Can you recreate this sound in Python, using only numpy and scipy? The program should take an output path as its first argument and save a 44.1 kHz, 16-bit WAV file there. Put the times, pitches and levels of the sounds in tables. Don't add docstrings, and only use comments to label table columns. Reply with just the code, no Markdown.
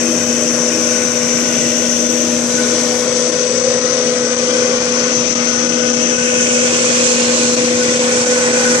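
import sys
import numpy as np
from scipy import signal
from scipy.fft import rfft, irfft, dct, next_fast_len
from scipy.io import wavfile
from scipy.ndimage import uniform_filter1d, minimum_filter1d

SR = 44100
rng = np.random.default_rng(int(sys.argv[2]) if len(sys.argv) > 2 else 0)


def log_audio(samples):
    frames = np.atleast_2d(samples).T
    limited = np.clip(frames, -1, 1)
    pcm = np.round(limited * 32767).astype(np.int16)
    wavfile.write(sys.argv[1], SR, pcm)


def field_ratio(decibels):
    return 10 ** (np.asarray(decibels, dtype=float) / 20)


N = 388080
SIZE = next_fast_len(N)
HZ = np.maximum(np.fft.rfftfreq(SIZE, 1 / SR), 1)
HOP = 40
SLOW_S = np.arange(N // HOP + 2) * HOP / SR
FRAME = 2048

# time in seconds, nearness to the extruder in dB, left port aimed at the
# air ring in dB, right port unshaded in dB, palm cupped behind in dB.
POSE = [(0.0, 1, 0, -3, 3.5), (0.8, 1, 0.5, -4.5, 2), (1.6, 0, .6, -0.5, 1.6), (2.2, -1, -0.5, -5, 2.2),
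        (2.5, 1, -1, -1, -0.7), (2.9, 4.5, 0, -6, 0), (3.3, 1, -0.5, -10, -0.5), (4.3, 0.5, 0, -9, -1.5),
        (4.8, 4.5, 0, -6, -1.3), (5.3, 1.5, 3, -4, 1), (5.9, 1, 1, -3, 2), (6.4, 1, -0.5, 9.5, 5),
        (6.7, 3.5, -1.5, 12, -0.5), (7.1, 2, -5, 12, -1.5), (7.4, 3, -5, 11, -4.5), (7.7, 1.5, -3, 5.5, -2),
        (8.1, 5.5, -3.5, 8, -1), (8.6, 4.5, -4, 10.5, 0)]
# time in seconds, lead of left port over right in ms.
TURN = [
    (0, 0.034),
    (1.0, .03),
    (1.7, 0.039),
    (3.0, 0.025),
    (4.0, -0.086),
    (5.2, -0.23),
    (6.5, -.25),
    (8.8, -0.26),
]
# share of nearness [dB/dB],
# share of aim [dB/dB], share of cupping [dB/dB], change when fully turned in dB.
LEFT_SHARES = [(.9, -.2, 0.092, 1), (0.59, -.2, 0.55, 3), (0.038, .3, 0.2, 2.5), (.01, 1.01, 0.012, .1),
               (0.26, -1.9, 0.97, -4)]
# share of nearness [dB/dB], share of unshading [dB/dB],
# share of cupping [dB/dB], change when fully turned in dB.
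RIGHT_SHARES = [(1.2, .1, 0, -0.3), (0.44, 0.46, -0.2, -0.5), (0.071, 0.51, 0.3, 3), (.01, 0.91, .01, -4),
                (.5, .3, -0.3, -4)]
PORT_BANDS_HZ = [1100, 1900, 2700, 6100, 11000]
# time in seconds, level at 13 kHz in dB.
TOP_BAND = [
    (0, 8.5),
    (2.3, 7.5),
    (2.5, 6),
    (3.1, 6),
    (3.16, -8.5),
    (8.25, -9),
    (8.4, 4),
    (8.8, 5),
]

# frequency in Hz, density in dB per Hz.
LEFT_AIR = [(25, -42), (45, -30), (110, -18.5), (200, -15), (720, -19.5), (1000, -18.5), (2500, -15.5),
            (4000, -20.5), (5000, -18.5), (6800, -18.5), (8000, -25), (9500, -35), (11000, -37.5),
            (13000, -68)]
# frequency in Hz, density in dB per Hz.
RIGHT_AIR = [(25, -41), (45, -34), (110, -21), (200, -18.5), (700, -23.5), (1600, -24), (2600, -25.5),
             (4000, -32), (5300, -25.5), (5900, -28), (8000, -23.5), (9500, -34), (11800, -40.5),
             (13400, -46.5)]
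# frequency in Hz, width in Hz, boost in dB.
DUCT_MODES = [(150, 51, 4), (266.8, 9.9, 8.5), (320, 14, 10.5), (341.6, 6.1, 4.5), (426, 20.4, 9),
              (523.7, 37.2, 14), (622.6, 30.4, 9.5), (1062, 25, 3), (2540, 65, 3)]
# frequency in Hz, likeness from 0 to 1.
LIKENESS = [(30, 0.65), (60, 0.82), (130, 0.94), (280, 1), (620, 0.88), (1000, 0.57), (1800, 0.49),
            (4000, 0.21), (8000, 0.23)]

# time in seconds, blade tone in dB, gear tone in dB,
# gear tone left minus right in dB.
HUM = [(0.0, -24, -29, 14), (0.05, -20.5, -27, 7), (0.61, -23, -24.5, 5.5), (1.1, -24.5, -26, 9),
       (1.27, -22, -26, 12), (1.47, -22, -29.5, 12.5), (2.6, -22, -25.5, 9.5), (3.36, -27.5, -20, 6.5),
       (4.71, -25.5, -20.5, 1), (4.9, -25, -22, -1), (5.64, -22.5, -26, 9.5), (6.84, -23, -21, 9.5),
       (7.4, -20.5, -20.5, 7), (8.38, -24, -17, -1.5), (8.73, -21.5, -18.5, 1), (8.8, -28, -21.5, 3)]
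HUM_HZ = [239.7, 495.0, 600.3]
# frequency in Hz, rms level in dB.
SMALL_TONES = [(254, -41.5), (289, -54.5), (300, -53), (349, -42), (544, -40), (691, -75), (966, -44)]
WHINE = [-54.0, -39.5, -40, -45.0, -40.5, -53, -74, -54, -55]
# start in seconds, length in seconds, level over its rest in dB.
WHISTLE = [
    (0.7, 3.8, 4),
    (4.4, 0.28, 6),
    (5.504, 1.19, 12),
    (7.7, 1.4, 11.5),
]

# time of the lowest gain in seconds, gain in dB.
DUCKS = [(0.261, -5.5), (1.093, -1), (2.085, -5), (2.873, 0), (3.314, -5.5), (3.634, -5.5), (3.809, -4.5),
         (3.833, -1), (4.361, -8), (4.38, -3), (4.8, -5), (5.348, -10.5), (5.686, -5), (5.927, -3.5),
         (5.962, -3.1), (6.177, -4.5), (7.069, 0), (7.52, -3.5), (7.562, -7), (7.989, -4.5), (8.255, -4),
         (8.526, -4)]
# frequency in Hz, step size in dB.
STORAGE_STEP = [(200, -16), (650, -8), (1400, -2), (2200, 0), (6500, 1), (8000, -.5), (14000, -2)]


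def in_time(rows):
    s, *columns = np.transpose(rows)
    return np.array([np.interp(SLOW_S, s, column) for column in columns])


def at_hz(points, hz):
    point_hz, value = np.transpose(points)
    return np.interp(np.log(hz), np.log(point_hz), value)


def full(slow):
    return np.array([np.interp(np.arange(N) / HOP, np.arange(len(c)), c) for c in slow])


def drift(rate_hz):
    r = np.exp(-2 * np.pi * rate_hz * HOP / SR)
    slow = signal.lfilter([1], [1, -2 * r, r * r], rng.standard_normal(N // HOP + 2002))[2000:]
    return slow / np.std(slow)


def boost(hz, centre_hz, width_hz, db):
    return np.sqrt(1 + (field_ratio(2 * db) - 1) / (1 + (2 * (hz - centre_hz) / width_hz) ** 2))


def fading_lines(lines, width_hz, channels):
    spectrum = np.zeros(len(HZ))
    for hz, db in lines:
        near = slice(*np.searchsorted(HZ, [hz - 200, hz + 200]))
        shape = 1 / (1 + (2 * (HZ[near] - hz) / width_hz) ** 2)
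        spectrum[near] += field_ratio(db) * shape * np.sqrt(len(HZ) / np.sum(shape ** 2))
    real, imaginary = rng.standard_normal((2, channels, len(HZ)))
    return irfft(spectrum * (real + 1j * imaginary) * np.sqrt(SIZE / 2), SIZE)[:, :N]


def turned():
    full_turn_ms = -0.26
    return np.clip(in_time(TURN)[0] / full_turn_ms, 0, 1)


def port_swell():
    near, aim, unshade, cup = in_time(POSE)
    left = np.array(LEFT_SHARES) @ [near, aim, cup, turned()]
    right = np.array(RIGHT_SHARES) @ [near, unshade, cup, turned()]
    return np.array([left, right])


def tone_levels():
    blade, gear, gear_pan = in_time(HUM)
    hidden_s, fade_s = 3.28, 0.17
    hidden = (1 + np.tanh((SLOW_S - hidden_s) / fade_s)) / 2
    mains = -32.0 - 14.5 * hidden
    side = np.array([[0.5], [-0.5]])
    blade_pan = 4.5 - 1.5 * turned()
    return np.array([blade + side * blade_pan, gear + side * gear_pan, mains + side * 6.5])


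def air_at_ports():
    near, own = rng.standard_normal((2, SIZE))
    lead = np.resize(full(in_time(TURN))[0], SIZE) * SR / 1000
    far = near[np.clip(np.arange(SIZE) - np.round(lead).astype(int), 0, SIZE - 1)]
    alike = np.clip(at_hz(LIKENESS, HZ), 0, 1)
    left = rfft(near) * field_ratio(at_hz(LEFT_AIR, HZ))
    left = left * boost(HZ, 5782, 580, 10.88) * boost(HZ, 6200, 285, 9.27)
    right = (alike * rfft(far) + np.sqrt(1 - alike ** 2) * rfft(own)) * field_ratio(at_hz(RIGHT_AIR, HZ))
    right = right * boost(HZ, 6400, 400, 8.5) * boost(HZ, 7170, 390, 5.9)
    ducts = np.prod([boost(HZ, *mode) for mode in DUCT_MODES], axis=0)
    return np.array([left, right]) * ducts


def air_swell():
    blade_db, gear_db, pan_db = in_time(HUM)
    low_db = 0.45 * blade_db + 1.5 * drift(4.7)
    mid_db = 0.81 * gear_db + 1.5 * drift(1.0)
    pan_db = 0.23 * pan_db
    swell_db = []
    for port, side, mains_db in zip(port_swell(), (0.5, -0.5), tone_levels()[2]):
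        low, mid = low_db + side * pan_db / 2, mid_db + side * pan_db
        curves = np.vstack([0 * low_db, low, mid, 0.095 * mains_db, port[[0, 0, 1, 2, 3, 4]]])
        usual = curves[:, :len(pan_db) * 2 // 3].mean(axis=1, keepdims=True)
        swell_db.append(np.vstack([curves - usual, in_time(TOP_BAND)]))
    return np.array(swell_db)


def blower(patchy_db=0.77, level_db=-41.0):
    air = air_at_ports() * field_ratio(level_db) * np.sqrt(SR / 2)
    centres = np.log([120, 350, 520, 620, 740] + list(PORT_BANDS_HZ) + [13000])
    out = 0
    for k, db in enumerate(np.swapaxes(air_swell(), 0, 1)):
        share = np.interp(np.log(HZ), centres, np.arange(len(centres)) == k)
        flicker_db = patchy_db * (drift(4.6) + drift(46.0))
        out = out + full(field_ratio(db + flicker_db)) * irfft(air * share, SIZE)[:, :N]
    return out


def hall(x, ripple_db=2.5, ripple_hz=90.0, ripple_s=0.67):
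    hz, s, z = signal.stft(x, SR, nperseg=FRAME)
    chance = rng.standard_normal(z.shape)
    for axis, size in ((1, ripple_hz * FRAME / SR), (2, ripple_s * 2 * SR / FRAME)):
        size = max(round(size), 1)
        chance = uniform_filter1d(uniform_filter1d(chance, size, axis), size, axis)
    depth = np.interp(hz, [0, 1200, 2500, 5000], [0, 1, 1, 0.55])[:, None]
    gain_db = ripple_db * depth * chance / chance.std()

    near, aim, unshade, cup = [np.interp(s, SLOW_S, c) for c in in_time(POSE)]
    hollow = np.exp(-((hz - 4200) / 900) ** 2)[:, None]
    hollow_db = 1.56 * np.outer([-0.9, -0.83], cup)
    slope = (np.tanh((hz - 6100) / 500) * np.exp(-((hz - 6100) / 1500) ** 2))[:, None]
    tilt_db = 0.52 * np.array([0.86 * aim - 1, -0.04 * unshade + 1.6])
    gain_db = gain_db + hollow_db[:, None] * hollow + tilt_db[:, None] * slope

    ridge = np.exp(-((hz - 6040) / 450) ** 2) - 0.5 * np.exp(-((hz - 6040) / 1300) ** 2)
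    thumb_on = np.clip((2.35 - s) / 0.23, 0, 1)
    gain_db[0] += 3.5 * np.outer(ridge, thumb_on)
    return signal.istft(z * field_ratio(gain_db), SR, nperseg=FRAME)[1][:, :N]


def hum(level_db=0.25):
    lead_ms = in_time(TURN)
    out = fading_lines(SMALL_TONES, 0.42, channels=1) * field_ratio(np.array([[0], [-4.5]]))
    for hz, db in zip(HUM_HZ, tone_levels()):
        phase = 0.6 * drift(0.38) + 0.6 * np.pi * hz * lead_ms / 1000 * [[1], [-1]]
        tone = np.sqrt(2) * np.sin(2 * np.pi * hz * np.arange(N) / SR + full(phase))
        out = out + full(field_ratio(db + level_db + drift(6.7))) * tone
    return out


def whine():
    switching_hz, sideband_hz = 8042.0, 84.8
    shade_db = port_swell()[:, 4] + np.array([[1.3], [3.5]])
    lines = [(switching_hz + k * sideband_hz, db) for k, db in enumerate(WHINE, start=-3)]
    return full(field_ratio(shade_db)) * fading_lines(lines, 5.8, channels=2)


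def hoot():
    pitch_hz = 324.0 + 5.0 * drift(1.6)
    flutter_db = 3.9 * drift(4.0)
    mains_db = tone_levels()[2].mean(axis=0)
    hz, db = full([pitch_hz, mains_db - 3 + flutter_db])
    return field_ratio(db + np.array([[2.2], [-2.2]])) * np.sqrt(2) * np.sin(2 * np.pi * np.cumsum(hz) / SR)


def whistle():
    edge_s = 0.12
    swell_db = 0
    for s, length, db in WHISTLE:
        inside_s = np.minimum(SLOW_S - s, s + length - SLOW_S)
        swell_db = swell_db + db * np.clip(inside_s / edge_s, 0, 1)
    level_db = -40.5 + swell_db + 4 * drift(2.8) + np.array([[0], [-5.0]])
    return full(field_ratio(level_db)) * fading_lines([(1490, 0.0086)], 70.0, channels=2)


def squeak():
    start_s, length_s = 2.87, 0.13
    u = np.clip((np.arange(N) / SR - start_s) / length_s, 0, 1)
    note = np.sin(2 * np.pi * np.cumsum(778.0 - 68.0 * u) / SR)
    return field_ratio(-29.0 + np.array([[2.2], [-2.2]])) * np.sin(np.pi * u) * note


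def scene():
    return hall(blower()) + hum() + whine() + hoot() + whistle() + squeak()


def limiter(x, ceiling=1.0, ratio=1.0):
    block_s = 1024 / 48000
    place = np.arange(N) / SR / block_s + 0.3
    block = place.astype(int)
    starts = np.searchsorted(block, np.arange(block[-1] + 1))
    peaks = np.maximum.reduceat(np.abs(x).max(axis=0), starts)
    cut_db = -ratio * 20 * np.log10(np.maximum(np.r_[0, peaks] / ceiling, 1))
    s, db = np.transpose(DUCKS)
    duck_s = np.ravel(s[:, None] + [-0.014, 0.002, 0.004])
    duck_db = np.interp(np.arange(N) / SR, duck_s, np.ravel(db[:, None] * [0, 1.1, 0]))
    return x * field_ratio(uniform_filter1d(cut_db[block] * (place - block) + duck_db, size=60))


def rounded(x, top=0.88, size=88):
    room = np.minimum(top / np.maximum(np.abs(x).max(axis=0), 1e-6), 1)
    room = minimum_filter1d(room, size=2 * size + 1)
    return x * uniform_filter1d(uniform_filter1d(room, size=size), size=size)


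def phone_storage(x, sway_db=1.53, follow=0.6):
    hop, half, offset = FRAME // 2, FRAME // 4, 812
    window = signal.windows.kaiser_bessel_derived(FRAME, 4 * np.pi)
    blocks = np.pad(x, ((0, 0), (FRAME - offset, FRAME + (offset - N) % hop))).reshape(2, -1, hop)
    frames = np.concatenate([blocks[:, :-1], blocks[:, 1:]], axis=2) * window
    a, b, c, d = np.split(frames, 4, axis=2)
    bins = dct(np.concatenate([-c[..., ::-1] - d, a - b[..., ::-1]], axis=2), type=4, norm="ortho")

    sway = uniform_filter1d(rng.standard_normal((*bins.shape[:2], 32)), size=3, axis=1)
    sway = sway.repeat(hop // 32, axis=2)
    power = np.mean(bins ** 2, axis=2, keepdims=True)
    loud_db = 10 * np.log10(uniform_filter1d(power, size=9, axis=1) + 1e-3)
    hz = (np.arange(hop) + 0.5) * SR / FRAME
    step_db = np.reshape([-19, -21.5], (2, 1, 1)) + at_hz(STORAGE_STEP, hz)
    step_db = step_db + sway_db * sway / sway.std()
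    step = field_ratio(step_db + follow * (loud_db - loud_db.mean(axis=1, keepdims=True)))
    whole = np.floor((np.abs(bins) / step) ** 0.75 + 0.4054)
    bins = np.sign(bins) * step * whole ** (4 / 3) * (hz < 14520)

    back = dct(bins, type=4, norm="ortho")
    u, v = back[..., :half], back[..., half:]
    frames = np.concatenate([v, -v[..., ::-1], -u[..., ::-1], -u], axis=2) * window
    out = frames[:, 1:, :hop] + frames[:, :-1, hop:]
    return out.reshape(2, -1)[:, hop - offset:][:, :N]


def low_pass(x):
    return signal.sosfilt(signal.butter(12, 14700, fs=SR, output="sos"), x)


def record(dry):
    mix = phone_storage(rounded(limiter(dry)))
    return low_pass(mix)


dry = scene()
out = record(dry)
log_audio(out)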